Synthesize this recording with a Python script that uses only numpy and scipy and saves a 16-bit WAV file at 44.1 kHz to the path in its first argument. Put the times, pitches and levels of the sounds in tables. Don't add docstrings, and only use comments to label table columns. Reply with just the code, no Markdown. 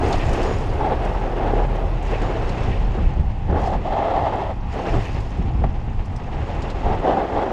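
import sys
import numpy as np
from scipy import signal
from scipy.fft import rfft, irfft, next_fast_len
from scipy.io import wavfile
from scipy.ndimage import map_coordinates

SR = 44100
rng = np.random.default_rng(int(sys.argv[2]) if len(sys.argv) > 2 else 0)


def int16_out(signal):
    q = np.round(np.clip(np.atleast_2d(signal).T, -1, 1) * 32767)
    wavfile.write(sys.argv[1], SR, q.astype(np.int16))


N = 331632
T = np.arange(N) / SR


# t/s, relative level/dB
DIRT = [(0, -25), (.65, -30), (1.3, -27.5), (1.95, -33.5), (2.65, -30.5), (3.35, -42.5), (4.4, -30.5),
        (4.56, -43.5), (4.68, -46.5), (4.8, -29.5), (5.1, -36.5), (5.8, -43), (6.15, -42), (6.33, -34),
        (6.75, -32), (7.5, -25)]
# t/s, length/s, relative rumble/dB, relative roar/dB
ROUGH_PATCHES = [(0, 0.083, -22, -47), (0.287, 0.22, -22, -42), (0.772, 0.16, -25, -22.5),
                 (1.382, 0.25, -24.5, -25), (1.758, .11, -31.5, -29), (2.087, 0.352, -25, -33),
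                 (2.936, 0.059, -26.5, -48), (3.473, 0.12, -23, -25), (3.548, .2, -30, -23),
                 (3.833, 0.672, -30, -22.5), (3.897, 0.38, -28.5, -21), (4.728, 0.07, -28.5, -26),
                 (4.843, 0.13, -25, -27.5), (6.832, 0.12, -26.5, -23.5), (7.019, 0.12, -20.5, -17),
                 (7.12, 0.11, -23.5, -22.5), (7.318, 0.11, -23.5, -21.5)]
# t/s, length/s, release/s, relative crunch/dB, relative spray/dB
GRAVEL_BEDS = [(0, 0.41, .45, -40, -51), (0.806, .73, .63, -51.5, -67), (2.026, 0.54, 0.66, -43.5, -58.5),
               (3.567, 0.12, 0.12, -52, -56), (3.827, 0.64, 0.027, -51.5, -73),
               (4.69, 0.31, 0.19, -46.5, -58.5), (4.85, 0.29, 0.39, -46.5, -57),
               (6.284, 0.63, 0.33, -48, -69)]
def tyres():
    dirt_db, = curves(DIRT)
    rumble_gain, roar_gain = amp(dirt_db + 2), amp(dirt_db - 0.9)
    for start, length, rumble_db, roar_db in ROUGH_PATCHES:
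        patch = crossing(start, length, attack_s=0.031, release_s=0.033)
        rumble_gain = power_sum(rumble_gain, patch * amp(rumble_db))
        roar_gain = power_sum(roar_gain, patch * amp(roar_db))
    crunch_gain = power_sum(amp(0.35 * dirt_db - 36.5), amp(-29) * roar_gain)
    spray_gain = amp(0.3 * dirt_db - 54)
    for start, length, release, crunch_db, spray_db in GRAVEL_BEDS:
        bed = crossing(start, length, attack_s=0.032, release_s=release)
        crunch_gain = power_sum(crunch_gain, bed * amp(crunch_db))
        spray_gain = power_sum(spray_gain, bed * amp(spray_db))
    load = wobble(45)
    rolling = rumble_gain * tread_rumble(load) + roar_gain * casing_roar(load)
    return rolling + crunch_gain * gravel_crunch(load) + spray_gain * grit_spray()


# f/Hz, relative level/dB
TREAD_SPECTRUM = [(80, -32), (180, -4), (260, -2.5), (390, 2.5), (540, -1.5), (620, -4.5), (900, -9.5),
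                  (1300, -15.5), (1700, -16.5), (2500, -53), (5000, -79)]
def tread_rumble(load):
    return amp(-3 + 1.4 * load) * coloured(contacts(per_s=2600, spread_db=2.5), TREAD_SPECTRUM)


# f/Hz, width/Hz, relative level/dB
CASING_MODES = [(535.5, 35, 2), (677, 76, 4.5), (820, 109, 4), (1310, 230, -17), (1760, 240, -22),
                (2130, 100, -21.5), (3150, 480, -25.5)]
def casing_roar(load):
    ring = resonate(contacts(per_s=1800, spread_db=1), CASING_MODES)
    ring = unit(band(ring, 480, 2980))
    return amp(-3 + 1.3 * load) * drift(ring, share=0.03, per_s=12)


# f/Hz, relative level/dB
CRUNCH_SPECTRUM = [(500, -23.5), (1000, 8.5), (1500, -2.5), (1900, 4), (2300, 0.5), (2650, 2), (3200, -4),
                   (4000, -10), (5100, -16.5), (6500, -22.5), (9000, -33.5)]
def gravel_crunch(load):
    return amp(3.5 + 1.33 * load) * coloured(contacts(per_s=5000, spread_db=0.5), CRUNCH_SPECTRUM)


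# f/Hz, relative level/dB
GRIT_SPECTRUM = [(2500, -23), (4400, -0.5), (5200, 2), (5900, -2.5), (6800, -1.5), (8600, -11.5),
                 (9100, -16.5), (11500, -17), (13700, -25), (15700, -36.5)]
def grit_spray(chips_per_s=280, centre_hz=6000, span_octaves=1.8, t60_s=0.022):
    hiss = amp(wobble(22)) * coloured(contacts(per_s=6000, spread_db=1.5), GRIT_SPECTRUM)
    chips, t = np.zeros(N), T[:SR // 30]
    for when, pitch, softness in rng.random((int(chips_per_s * N / SR), 3)):
        hz = centre_hz * 2 ** (span_octaves * (pitch - 0.5))
        blur_rad = 0.28 * np.cumsum(rng.standard_normal(len(t)))
        envelope = amp(-3 * np.log(softness + 0.03) - 60 * t / t60_s)
        add(chips, when * N / SR, envelope * np.sin(2 * np.pi * hz * t + blur_rad))
    return amp(-1.2) * (hiss + 0.95 * coloured(chips, GRIT_SPECTRUM))


# t/s, level/dB, f/Hz
STONE_STRIKES = [(.81, -12, 845), (1.148, -16.5, 820), (1.407, -15.5, 770), (1.535, -8, 410),
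                 (2.133, -13, 530), (2.372, -19, 646), (3.136, -22, 780), (3.578, -17, 786),
                 (3.675, -11, 726), (4.023, -12, 810), (4.07, -13.5, 736), (7.078, -6.5, 374),
                 (7.17, -10, 790), (7.298, -17.5, 820), (7.433, -10, 760)]
def stone_strikes():
    out, t = np.zeros(N), T[:SR // 10]
    for start, db, hz in STONE_STRIKES:
        scuff = unit(noise(0.57 * hz, 1.53 * hz, t))
        knock = np.sin(2 * np.pi * hz * t) + 0.24 * scuff
        add(out, start, amp(db) * knock * impact(t, attack_s=0.0007, t60_s=0.031))
    return out


# t/s, thump/dB, knock/dB
BUMPS = [(0.287, -9.5, -27), (0.944, -17, -27), (2.984, -10, -20), (3.168, -11, -28), (3.195, -7.5, -23),
         (3.493, -8.5, -32), (3.525, -10, -13), (4.94, -16, -11), (5.386, -9.5, -36), (5.619, -13.5, -21),
         (5.638, -7.5, -8), (6.897, -14, -16)]
def bumps(thump_hz=68, knock_hz=750, lowpass_hz=3800):
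    out, t = np.zeros(N), T[:SR // 4]
    for start, thump_db, knock_db in BUMPS:
        shove = np.sin(2 * np.pi * thump_hz * np.exp(0.082 * rng.normal()) * t)
        thud = unit(noise(122, 244, t))
        thump = (shove + 0.31 * thud) * impact(t, attack_s=0.0015, t60_s=0.16)
        scuff = unit(noise(220, 780, t))
        ring = np.sin(2 * np.pi * knock_hz * np.exp(0.034 * rng.normal()) * t)
        knock = (0.7 * scuff + 0.2 * ring) * impact(t, attack_s=0.0013, t60_s=0.045)
        add(out, start, amp(thump_db) * thump + amp(knock_db) * knock)
    return filtered(out, lambda hz: 1 / (1 + 1j * hz / lowpass_hz) ** 2)


# t/s, level/dB
SHUDDER = [(0, -38), (.7, -31.5), (1.0, -23.5), (1.85, -20), (2.3, -26.5), (2.55, -30), (2.8, -21),
           (3.1, -29), (3.5, -54)]
def frame_shudder(shake_hz=38.8):
    level_db, = curves(SHUDDER)
    phase = 2 * np.pi * np.cumsum(shake_hz * (1 + 0.0069 * wobble(6))) / SR
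    boom = unit(noise(85, 139.5))
    return amp(level_db + 2.1 * wobble(4.4)) * (unit(np.sin(phase)) + amp(-12.5) * boom)


# t/s, relative level/dB, f/Hz
PEBBLE_HITS = [(0.083, -38, 7860), (0.126, -23.5, 4130), (0.332, -33, 6400), (0.429, -32, 5100),
               (1.048, -38.5, 5560), (1.756, -46, 6500), (2.0258, -44, 7500), (2.062, -48, 8000),
               (2.110, -44, 7000), (2.217, -38, 5000), (2.491, -34.5, 4600), (2.634, -41, 5500),
               (3.67, -39, 4560), (4.734, -47, 6800), (5.2026, -42, 4800), (6.0557, -48, 6930),
               (6.161, -40, 5470), (6.548, -49, 6000), (6.62, -33, 4400), (6.7, -33, 4370)]
def pebble_ticks(attack_s=0.0011, overtone_ratio=1.6):
    out, t = np.zeros(N), T[:SR // 10]
    for start, db, hz in PEBBLE_HITS:
        crack = noise(0.5 * hz, 1.57 * hz, t) * impact(t, attack_s, t60_s=0.041)
        ring = sum(unit(noise(0.84 * k * hz, 1.1 * k * hz, t)) / k ** 2 for k in (1, overtone_ratio))
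        clink = ring * impact(t, attack_s, t60_s=0.076)
        add(out, start, amp(db) * (crack + 0.4 * clink))
    return band(out, 1500, 8800)


# t/s, level/dB
RATTLES = [(.04, -37), (.19, -31), (.34, -36), (2.125, -33), (2.71, -33.5), (3.049, -41), (4.88, -34.5),
           (5.045, -35.5)]
# f/Hz, width/Hz, relative level/dB
FITTING_MODES = [(1850, 130, 2), (2610, 310, 3)]
def fitting_rattle():
    envelope, t = np.zeros(N), T[:SR // 3]
    for start, db in RATTLES:
        add(envelope, start, amp(db) * impact(t, attack_s=0.007, t60_s=0.27))
    ring = resonate(contacts(per_s=2600, spread_db=3), FITTING_MODES)
    return envelope * unit(band(ring, 1400, 4800, order=4))


# f/Hz, width/Hz, relative level/dB
CAVITY_MODES = [(805, 134, 3)]
def tyre_hum():
    drone = unit(noise(130, 211))
    cavity = unit(resonate(rng.standard_normal(N), CAVITY_MODES))
    return amp(-41.5) * drone + amp(-42.5 + 1.5 * wobble(11)) * band(cavity, 300, 1500)


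# t/s, lower tone/dB, upper tone/dB
THROTTLE = [(0, -61, -84), (.33, -69, -90.5), (.7, -68, -90), (1.15, -77, -86.5), (1.92, -81, -84.5),
            (2.05, -120, -120)]
def motor_whine():
    lower_db, upper_db = curves(THROTTLE)
    fizz = unit(amp(3 * wobble(70)) * noise(9500, 14000))
    lower = amp(2 * wobble(35)) * tone(hz=8715, blur_hz=230)
    upper = tone(hz=13715, blur_hz=130)
    return amp(lower_db) * lower + amp(upper_db) * (upper + amp(10) * fizz)


# t/s, length/s, level/dB
THIN_RINGS = [(0.45, 0.13, -54), (2.2, .12, -63), (6.38, .38, -70)]
def thin_ring():
    envelope = np.zeros(N)
    for start, length, db in THIN_RINGS:
        from_centre = 2 * (T - start) / length - 1
        envelope += amp(db) * np.sqrt(np.clip(1 - from_centre ** 2, 0, 1))
    return envelope * tone(hz=6797, blur_hz=90)


# t/s, relative level/dB
BREEZE = [(0, -23.5), (.7, -27.5), (1.3, -31.5), (3.3, -26), (4.1, -32.5), (4.7, -30.5), (5.2, -27),
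          (6.9, -29), (7.3, -35)]
# t/s, relative level/dB
GUSTS = [(2.7, -23), (2.87, -24), (3.63, -21.5), (3.79, -21.5), (4.98, -22), (5.45, -22.5), (5.58, -18.5),
         (5.88, -32.5), (6.51, -30), (6.9, -21.5)]
# f/Hz, relative level/dB
WIND_SPECTRUM = [(8, -14.5), (25, 5), (50, 1), (85, -1.5), (120, -3.5), (170, -13.5), (260, -18),
                 (500, -33), (1200, -59)]
def wind(gust_sigma_s=0.038):
    breeze_db, = curves(BREEZE)
    gusts = [amp(db) * np.exp(-0.5 * ((T - peak) / gust_sigma_s) ** 2) for peak, db in GUSTS]
    eddies = unit(amp(1.6 * wobble(14)) * coloured(rng.standard_normal(N), WIND_SPECTRUM))
    return amp(4.5) * power_sum(amp(breeze_db), *gusts) * eddies


def amp(db):
    return 10 ** (np.asarray(db) / 20)


def unit(x):
    return x / np.sqrt(np.mean(x ** 2) + 1e-20)


def power_sum(*gains):
    return np.sqrt(sum(g ** 2 for g in gains))


def curves(rows):
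    times, *columns = np.transpose(rows)
    return [np.interp(T, times, column) for column in columns]


def crossing(start_s, length_s, attack_s, release_s):
    rise = np.clip((T - start_s) / attack_s, 0, 1)
    return rise * np.clip(1 - (T - start_s - length_s) / release_s, 0, 1)


def impact(t, attack_s, t60_s):
    return (1 - np.exp(-t / attack_s)) * amp(-60 * t / t60_s)


def wobble(per_s):
    return map_coordinates(rng.standard_normal(int(N * per_s / SR) + 4), [T * per_s])


def contacts(per_s, spread_db):
    hit = rng.random(N) < per_s / SR
    size = amp(spread_db * np.minimum(rng.exponential(size=N), 4))
    return unit(hit * size * rng.choice([-1, 1], N))


def noise(low_hz, high_hz, t=T):
    return band(rng.standard_normal(len(t)), low_hz, high_hz)


def tone(hz, blur_hz):
    return unit(np.sin(2 * np.pi * hz * T + 2 * wobble(blur_hz)))


def drift(x, share, per_s):
    return map_coordinates(x, [np.arange(N) + np.cumsum(share * wobble(per_s))], mode="mirror")


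def band(x, low_hz, high_hz, order=2):
    sos = signal.butter(order, [low_hz, min(high_hz, 0.49 * SR)], "band", fs=SR, output="sos")
    return signal.sosfilt(sos, x)


def filtered(x, response):
    size = next_fast_len(len(x) + 8192)
    return irfft(rfft(x, size) * response(np.fft.rfftfreq(size, 1 / SR)), size)[:len(x)]


def coloured(x, spectrum):
    f, db = np.transpose(spectrum)
    return unit(filtered(x, lambda hz: amp(np.interp(np.log(hz + 1), np.log(f), db, right=-120))))


def resonate(x, modes):
    def response(f):
        return sum((-1) ** k * amp(db) * 1j * f * width / (hz * hz - f * f + 1j * f * width)
                   for k, (hz, width, db) in enumerate(modes))
    return filtered(x, response)


def add(track, start_s, sound):
    span = track[max(round(start_s * SR), 0):][:len(sound)]
    span += sound[:len(span)]


def scene():
    ground = tyres() + stone_strikes() + bumps() + pebble_ticks() + tyre_hum()
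    scooter = frame_shudder() + fitting_rattle() + motor_whine() + thin_ring()
    return (ground + scooter + wind())[None]


def record(dry):
    top_hz = 15700
    return np.array([filtered(channel, lambda hz: hz < top_hz) for channel in dry])


dry = scene()
out = record(dry)
int16_out(out)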